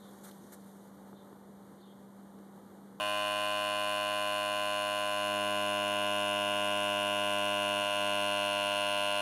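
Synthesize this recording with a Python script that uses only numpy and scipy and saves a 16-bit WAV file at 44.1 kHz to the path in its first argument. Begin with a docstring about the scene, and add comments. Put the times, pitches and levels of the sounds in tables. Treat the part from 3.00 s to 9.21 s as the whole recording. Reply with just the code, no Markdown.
"""Indoors, close on one microphone: a small electric piston pump on a wooden floor inflates a tyre.
It is already running at 103 strokes a second, roughened by its gears. Each stroke gives a low hum, a
pulse of air, a ring of the housing and a rattle; a valve ticks and air rasps through it. At 2.1 s the
pump is pressed to the floor and the hum swells; the rattle dips around 3.75 s. A second press at 4.9 s
eases off towards the end. All along, the pump slows a little as the pressure builds."""
import sys
import numpy as np
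from scipy import signal
from scipy.fft import rfft, irfft, next_fast_len
from scipy.io import wavfile
from scipy.ndimage import map_coordinates

SR = 44100
rng = np.random.default_rng(int(sys.argv[2]) if len(sys.argv) > 2 else 0)


def store_wav(level_fs):
    """Save 16-bit WAV to argv[1]."""
    pcm = np.round(np.clip(np.atleast_2d(level_fs), -1, 1) * 32767)
    wavfile.write(sys.argv[1], SR, pcm.T.astype(np.int16))


N = 273861


def piston(turn, uneven, pulse_db, ring_db, rattle_db):
    """Front of the scene: each turn pushes out air, knocks the housing and rattles the linkage."""
    # play in the gears hurries or delays each stroke
    pulse_turn = turn + 0.0015 * uneven + 0.00072 * wobble(130)
    pulse = buzz(pulse_turn, first=5, last=22, lag=0.72, spread=0.3)
    ring = buzz(turn + 0.0019 * uneven, first=23, last=37, lag=0.64, spread=0.446)
    rattle = buzz(turn + 0.0012 * uneven, first=38, last=45, lag=0.84, spread=0.014)
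    pulse *= amp(pulse_db + 0.1 * uneven)
    ring *= amp(ring_db + 0.36 * uneven + 0.044 * wobble(110))
    rattle *= amp(rattle_db + 0.35 * uneven + 0.23 * wobble(100))
    return pulse + ring + rattle


# The pump's buzz under light and heavy load: multiple of the stroke rate, relative level/dB
BUZZ_LIGHT = [(1, -20), (2, -13), (3, -17.5), (4, -18), (5, -12), (6, 2.5), (7, -5), (8, -6.5), (9, -29),
              (10, 4.5), (11, -6), (12, -12), (13, -8.5), (14, -10.5), (15, -3.5), (16, -12.5), (17, -13.5),
              (18, -10.5), (19, -13.5), (20, -15.5), (21, -35.5), (22, -28.5), (23, -25.5), (24, -7),
              (25, -13), (26, -10.5), (27, -8), (28, -6.5), (29, -7.5), (30, -24.5), (31, -38.5),
              (32, -18.5), (33, -36.5), (34, -15.5), (35, -19.5), (36, -19.5), (37, -39), (38, -38),
              (39, -20.5), (40, -22.5), (41, -31), (42, -18), (43, -16), (44, -31), (45, -22.5)]
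BUZZ_HEAVY = [(1, -18), (2, -10.5), (3, -17), (4, -20), (5, -16), (6, 1), (7, -4.5), (8, -16), (9, -11.5),
              (10, -2.5), (11, -11), (12, -23.5), (13, -20.5), (14, -9.5), (15, -9.5), (16, -13), (17, -20),
              (18, -27), (19, -31), (20, -18), (21, -28), (22, -22.5), (23, -19), (24, -11.5), (25, -16.5),
              (26, -6), (27, -9.5), (28, -2), (29, -7.5), (30, -14.5), (31, -14), (32, -15.5), (33, -17),
              (34, -24.5), (35, -14), (36, -18), (37, -33.5), (38, -25), (39, -19), (40, -41), (41, -18.5),
              (42, -19.5), (43, -28), (44, -25), (45, -24)]
def buzz(turn, first, last, lag, spread):
    """Stroke harmonics first to last, arriving from lag into each turn over a spread (both in turns)."""
    load = piston_load()
    light_db = np.transpose(BUZZ_LIGHT)[1]
    heavy_db = np.transpose(BUZZ_HEAVY)[1]
    phase = ringing_phase((light_db + heavy_db) / 2)
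    tone, power = np.zeros(N), np.zeros(N)
    for order in range(first, last + 1):
        row = order - 1
        gain = amp(light_db[row] + load * (heavy_db[row] - light_db[row]))
        late = spread * (order - first) ** 2 / (2 * (last - first))
        tone += gain * np.sin(2 * np.pi * (order * (turn - lag) - late) + phase[row])
        power += gain ** 2 / 2
    return tone / np.sqrt(power)


# The gears come round out of step with the piston: rate/(cycles per stroke), share
GEAR_BEATS = [(.36, 1), (.43, .4)]
def crank(start_hz=103.02, sag_hz=5.88, drift_turns=0.0037, slip_cycles=0.12):
    """Crank angle in turns, slowing as the tyre fills, and the unevenness the gears give each stroke."""
    stroke_hz = start_hz - sag_hz * tyre_pressure()
    turn = np.cumsum(stroke_hz) / SR + drift_turns * wobble(9)
    uneven = sum(share * np.sin(2 * np.pi * (beat * turn + slip_cycles * wobble(4.4)))
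                 for beat, share in GEAR_BEATS)
    jitter = 0.00025 * wobble(100)
    return turn + jitter, uneven


def tyre_pressure(time_constant_s=13.45):
    """Pressure from 0 towards 1: it rises ever more slowly."""
    return 1 - np.exp(-np.arange(N) / SR / time_constant_s)


# Load on the piston: t/s, load (0 light, 1 heavy)
PISTON_LOAD = [(0, 0.38), (2.25, 0.72), (3.25, 1.02), (4.7, 1.05), (6.2, 1.15)]
def piston_load():
    """How hard the piston works at each moment."""
    return curve(PISTON_LOAD)


# The housing's ring at the microphone: t/s, level/dB
HOUSING_LEVEL = [(0, -38), (2.1, -39.5), (3.2, -37), (6.2, -36)]
def stroke_levels(lull_s=3.75, lull_half_width_s=1.3, lull_db=8.5):
    """Levels in dB of the air pulse, housing ring, rattle and valve; the rattle has one lull."""
    pressure, contact = tyre_pressure(), floor_contact()
    lull = np.exp(-((np.arange(N) / SR - lull_s) / lull_half_width_s) ** 2)
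    pulse_db = -34.5 + 0.78 * piston_load() + 0.57 * contact
    rattle_db = -56 + 6 * pressure - lull_db * lull
    valve_db = -52.1 + 4.6 * pressure + 0.6 * contact
    return pulse_db, curve(HOUSING_LEVEL), rattle_db, valve_db


# Hum through the wooden floor: multiple of the stroke rate, loose level/dB, fully pressed level/dB
FLOOR_HUM = [(1, -60.5, -55), (2, -57, -47.5), (3, -53.5, -47), (4, -71.5, -51)]
# Faint gear tones beside the hum: multiple of the stroke rate, level/dB at load 0
GEAR_TONES = [(1.36, -86), (2.36, -72), (3.36, -79), (4.36, -79)]
def hum(turn):
    """The pump shakes the floor, more so in firm contact; its gears sing louder under load."""
    contact, load = floor_contact(), piston_load()
    floor, gears = np.zeros(N), np.zeros(N)
    for order, loose_db, pressed_db in FLOOR_HUM:
        gain = amp(loose_db + contact * (pressed_db - loose_db))
        lag = 0.126 * order  # the floor passes higher harmonics on a little later
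        floor += gain * np.sin(2 * np.pi * order * (turn - lag))
    for multiple, db in GEAR_TONES:
        gears += amp(db + 3 * load + wobble(3)) * np.sin(2 * np.pi * multiple * turn)
    return np.sqrt(2) * (floor + gears)


# The pump is pressed down and let go: start/s, end/s, firmness (0-1), attack/s, release/s
FLOOR_PRESSES = [(2.1, 4.8, 0.8, .24, 0.074), (4.91, 5.25, 0.72, .1, 0.77)]
def floor_contact(own_weight=0.079):
    """How firmly the pump sits on the floor, 0-1: each press rises, holds and eases off."""
    t = np.arange(N) / SR
    contact = np.full(N, own_weight)
    for start, end, firmness, attack, release in FLOOR_PRESSES:
        rise = np.clip((t - start) / attack, 0, 1)
        ease = np.exp(-np.maximum(t - end, 0) / release)
        contact = np.maximum(contact, firmness * rise * ease)
    return contact


def valve(turn, uneven, valve_db, highpass_hz=4500):
    """The valve snaps shut once a turn and air spits past it, both ringing the cylinder head."""
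    tick = unit(snaps(turn, uneven, lag=0.0408, scatter_s=14e-6, size_db=0.5))
    spit = unit(rng.standard_normal(N) * swell(turn, centre=0.069, sharpness=3.8, rest=0.082))
    drive = tick + amp(-8.5) * reflections(tick, t60=0.017) + amp(-4.5) * spit
    bright = filtered(cylinder_head(drive), lambda f: 1 / (1 + (highpass_hz / (f + 1)) ** 8))
    return amp(valve_db) * bright


# Valve and cylinder head resonances: f/Hz, width/Hz, relative level/dB at light load, at heavy load
HEAD_MODES = [(5320, 105, -24, -9.5), (5990, 76, -19, -6.5), (6430, 230, -14, -5), (7170, 350, -15, -10.5),
              (8300, 130, -4, -18.5), (9330, 335, -7.5, 2), (10030, 450, -10.5, 0), (10550, 280, -5, -6.5),
              (10880, 320, -20, -7), (11600, 260, -10, -11.5), (12330, 300, -19, -15.5)]
def cylinder_head(drive):
    """The head's resonances, whose balance changes with the load at an even overall level."""
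    load = piston_load()
    ringing, power = np.zeros(N), np.zeros(N)
    for k, (hz, width, light_db, heavy_db) in enumerate(HEAD_MODES):
        gain = amp(light_db + load * (heavy_db - light_db))
        ringing += (-1) ** k * gain * filtered(drive, lambda f: resonance(f, hz, width))
        power += gain ** 2 * width
    return unit(ringing / np.sqrt(power))


# Air rushing through the cylinder, and the steady hiss of the hose: f/Hz, relative level/dB
RASP_SPECTRUM = [(40, -61), (200, -20.5), (450, -22.5), (620, -12.5), (820, -16.5), (1000, -10),
                 (1250, -18.5), (1600, -11.5), (2150, -16.5), (2850, -9.5), (3200, -12), (3950, -25),
                 (4400, -21), (4900, -40)]
HISS_SPECTRUM = [(200, -31), (4900, -5.5), (6500, -4.5), (7900, -6), (9700, -6), (12300, -3.5),
                 (13100, -18), (14450, -3), (15700, -14)]
def air(turn, ring_db, valve_db):
    """Air rasps during compression and hisses along the hose."""
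    rush = rng.standard_normal(N) * swell(turn, centre=0.83, sharpness=0.47, rest=0.94)
    rasp = coloured(rush, RASP_SPECTRUM)
    hiss = coloured(rng.standard_normal(N), HISS_SPECTRUM)
    return amp(ring_db - 15) * rasp + amp(valve_db - 6) * hiss


# The fine buzz of the linkage: f/Hz, relative level/dB
LINKAGE_SPECTRUM = [(4200, -22), (4600, -6), (4850, -5), (5270, 3.5), (5900, -7), (6200, 0), (6650, -1),
                    (7000, -12), (7300, -4.5), (7900, -8), (8800, -5), (9350, -6), (10100, -1.5),
                    (12500, -17)]
def linkage(turn, uneven, rattle_db, valve_db):
    """The rod clacks once a turn, and its small regular contacts blur into a fine metallic buzz."""
    knocks = snaps(turn, uneven, lag=0.92, scatter_s=7e-6, size_db=-0.5)
    clack = unit(filtered(knocks, lambda f: resonance(f, hz=4330, width=520) ** 2))
    contacts = snaps(turn, uneven, lag=0.75, scatter_s=2e-6, size_db=0)
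    fine_buzz = coloured(reflections(contacts, t60=0.049), LINKAGE_SPECTRUM)
    return amp(rattle_db - 3) * clack + amp(valve_db - 5.5) * fine_buzz


def reflections(x, t60):
    """Dense echoes off surfaces near the pump, whose pattern drifts slowly."""
    t = np.arange(SR // 10) / SR
    decay = amp(-60 * t / t60)
    opening, closing = [signal.fftconvolve(x, rng.standard_normal(len(t)) * decay)[:N] for _ in range(2)]
    drift = np.pi * np.arange(N) / N
    return unit(np.cos(drift) * opening + np.sin(drift) * closing)


# The quiet room around the microphone: f/Hz, relative level/dB
ROOM_SPECTRUM = [(20, -4), (55, 6), (90, -1), (160, -4), (500, -19), (4000, -31)]
def room_tone():
    """A faint low rush, far beneath the pump."""
    return amp(-83.5) * coloured(rng.standard_normal(N), ROOM_SPECTRUM)


def snaps(turn, uneven, lag, scatter_s, size_db):
    """One impulse at lag into each turn, a little uneven in time and size."""
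    at = np.interp(np.arange(int(turn[-1]) + 1) + lag, turn, np.arange(N))
    time_error, size_error = rng.standard_normal((len(at), 2)).T
    at = np.clip(at + scatter_s * SR * time_error, 8, N - 10)
    size = amp(size_db * (size_error + 0.35 * uneven[at.astype(int)]))
    taps = at.astype(int)[:, None] + np.arange(-7, 9)
    impulses = size[:, None] * np.sinc(taps - at[:, None])  # each can fall between samples
    return np.bincount(taps.ravel(), impulses.ravel(), N)


def swell(turn, centre, sharpness, rest):
    """A smooth swell once a turn over a resting level."""
    return rest + np.exp(sharpness * (np.cos(2 * np.pi * (turn - centre)) - 1))


def ringing_phase(db, size=128):
    """Phase of each harmonic when a body with these levels is struck and rings out."""
    log_gain = np.log(amp(np.pad(db, (1, size - len(db)), mode="edge")))
    cepstrum = irfft(log_gain)[:size]
    return 2 * rfft(cepstrum, 2 * size).imag[1:len(db) + 1]


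def resonance(f, hz, width):
    """Complex response at f of one mode centred on hz."""
    return 1j * f * width / (hz * hz - f * f + 1j * f * width)


def filtered(x, response):
    """x through a complex response of frequency."""
    size = next_fast_len(N + SR // 2)
    return irfft(rfft(x, size) * response(np.fft.rfftfreq(size, 1 / SR)), size)[:N]


def coloured(x, spectrum):
    """x shaped by rows of f/Hz, level/dB, at rms 1."""
    hz, db = np.transpose(spectrum)
    return unit(filtered(x, lambda f: amp(np.interp(np.log(f + 1), np.log(hz), db))))


def wobble(rate):
    """A smooth random curve, rate knots a second."""
    knots = rng.standard_normal(int(N * rate / SR) + 4)
    return map_coordinates(knots, [np.arange(N) * rate / SR])


def curve(rows):
    """One value per sample from rows of t/s, value."""
    return np.interp(np.arange(N) / SR, *np.transpose(rows))


def amp(db):
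    """Decibels to gain."""
    return 10 ** (np.asarray(db) / 20)


def unit(x):
    """Scale to rms 1."""
    return x / np.sqrt(np.mean(x ** 2) + 1e-20)


def scene():
    """The running pump close up, the quiet room behind it, in mono."""
    turn, uneven = crank()
    pulse_db, ring_db, rattle_db, valve_db = stroke_levels()
    pump = hum(turn) + piston(turn, uneven, pulse_db, ring_db, rattle_db)
    pump += linkage(turn, uneven, rattle_db, valve_db)
    airflow = valve(turn, uneven, valve_db) + air(turn, ring_db, valve_db)
    return (pump + airflow + room_tone())[None]


def record(dry, top_hz=15750):
    """The camera's microphone channel keeps nothing above its band limit."""
    return filtered(dry[0], lambda f: f < top_hz)[None]


dry = scene()
out = record(dry)
store_wav(out)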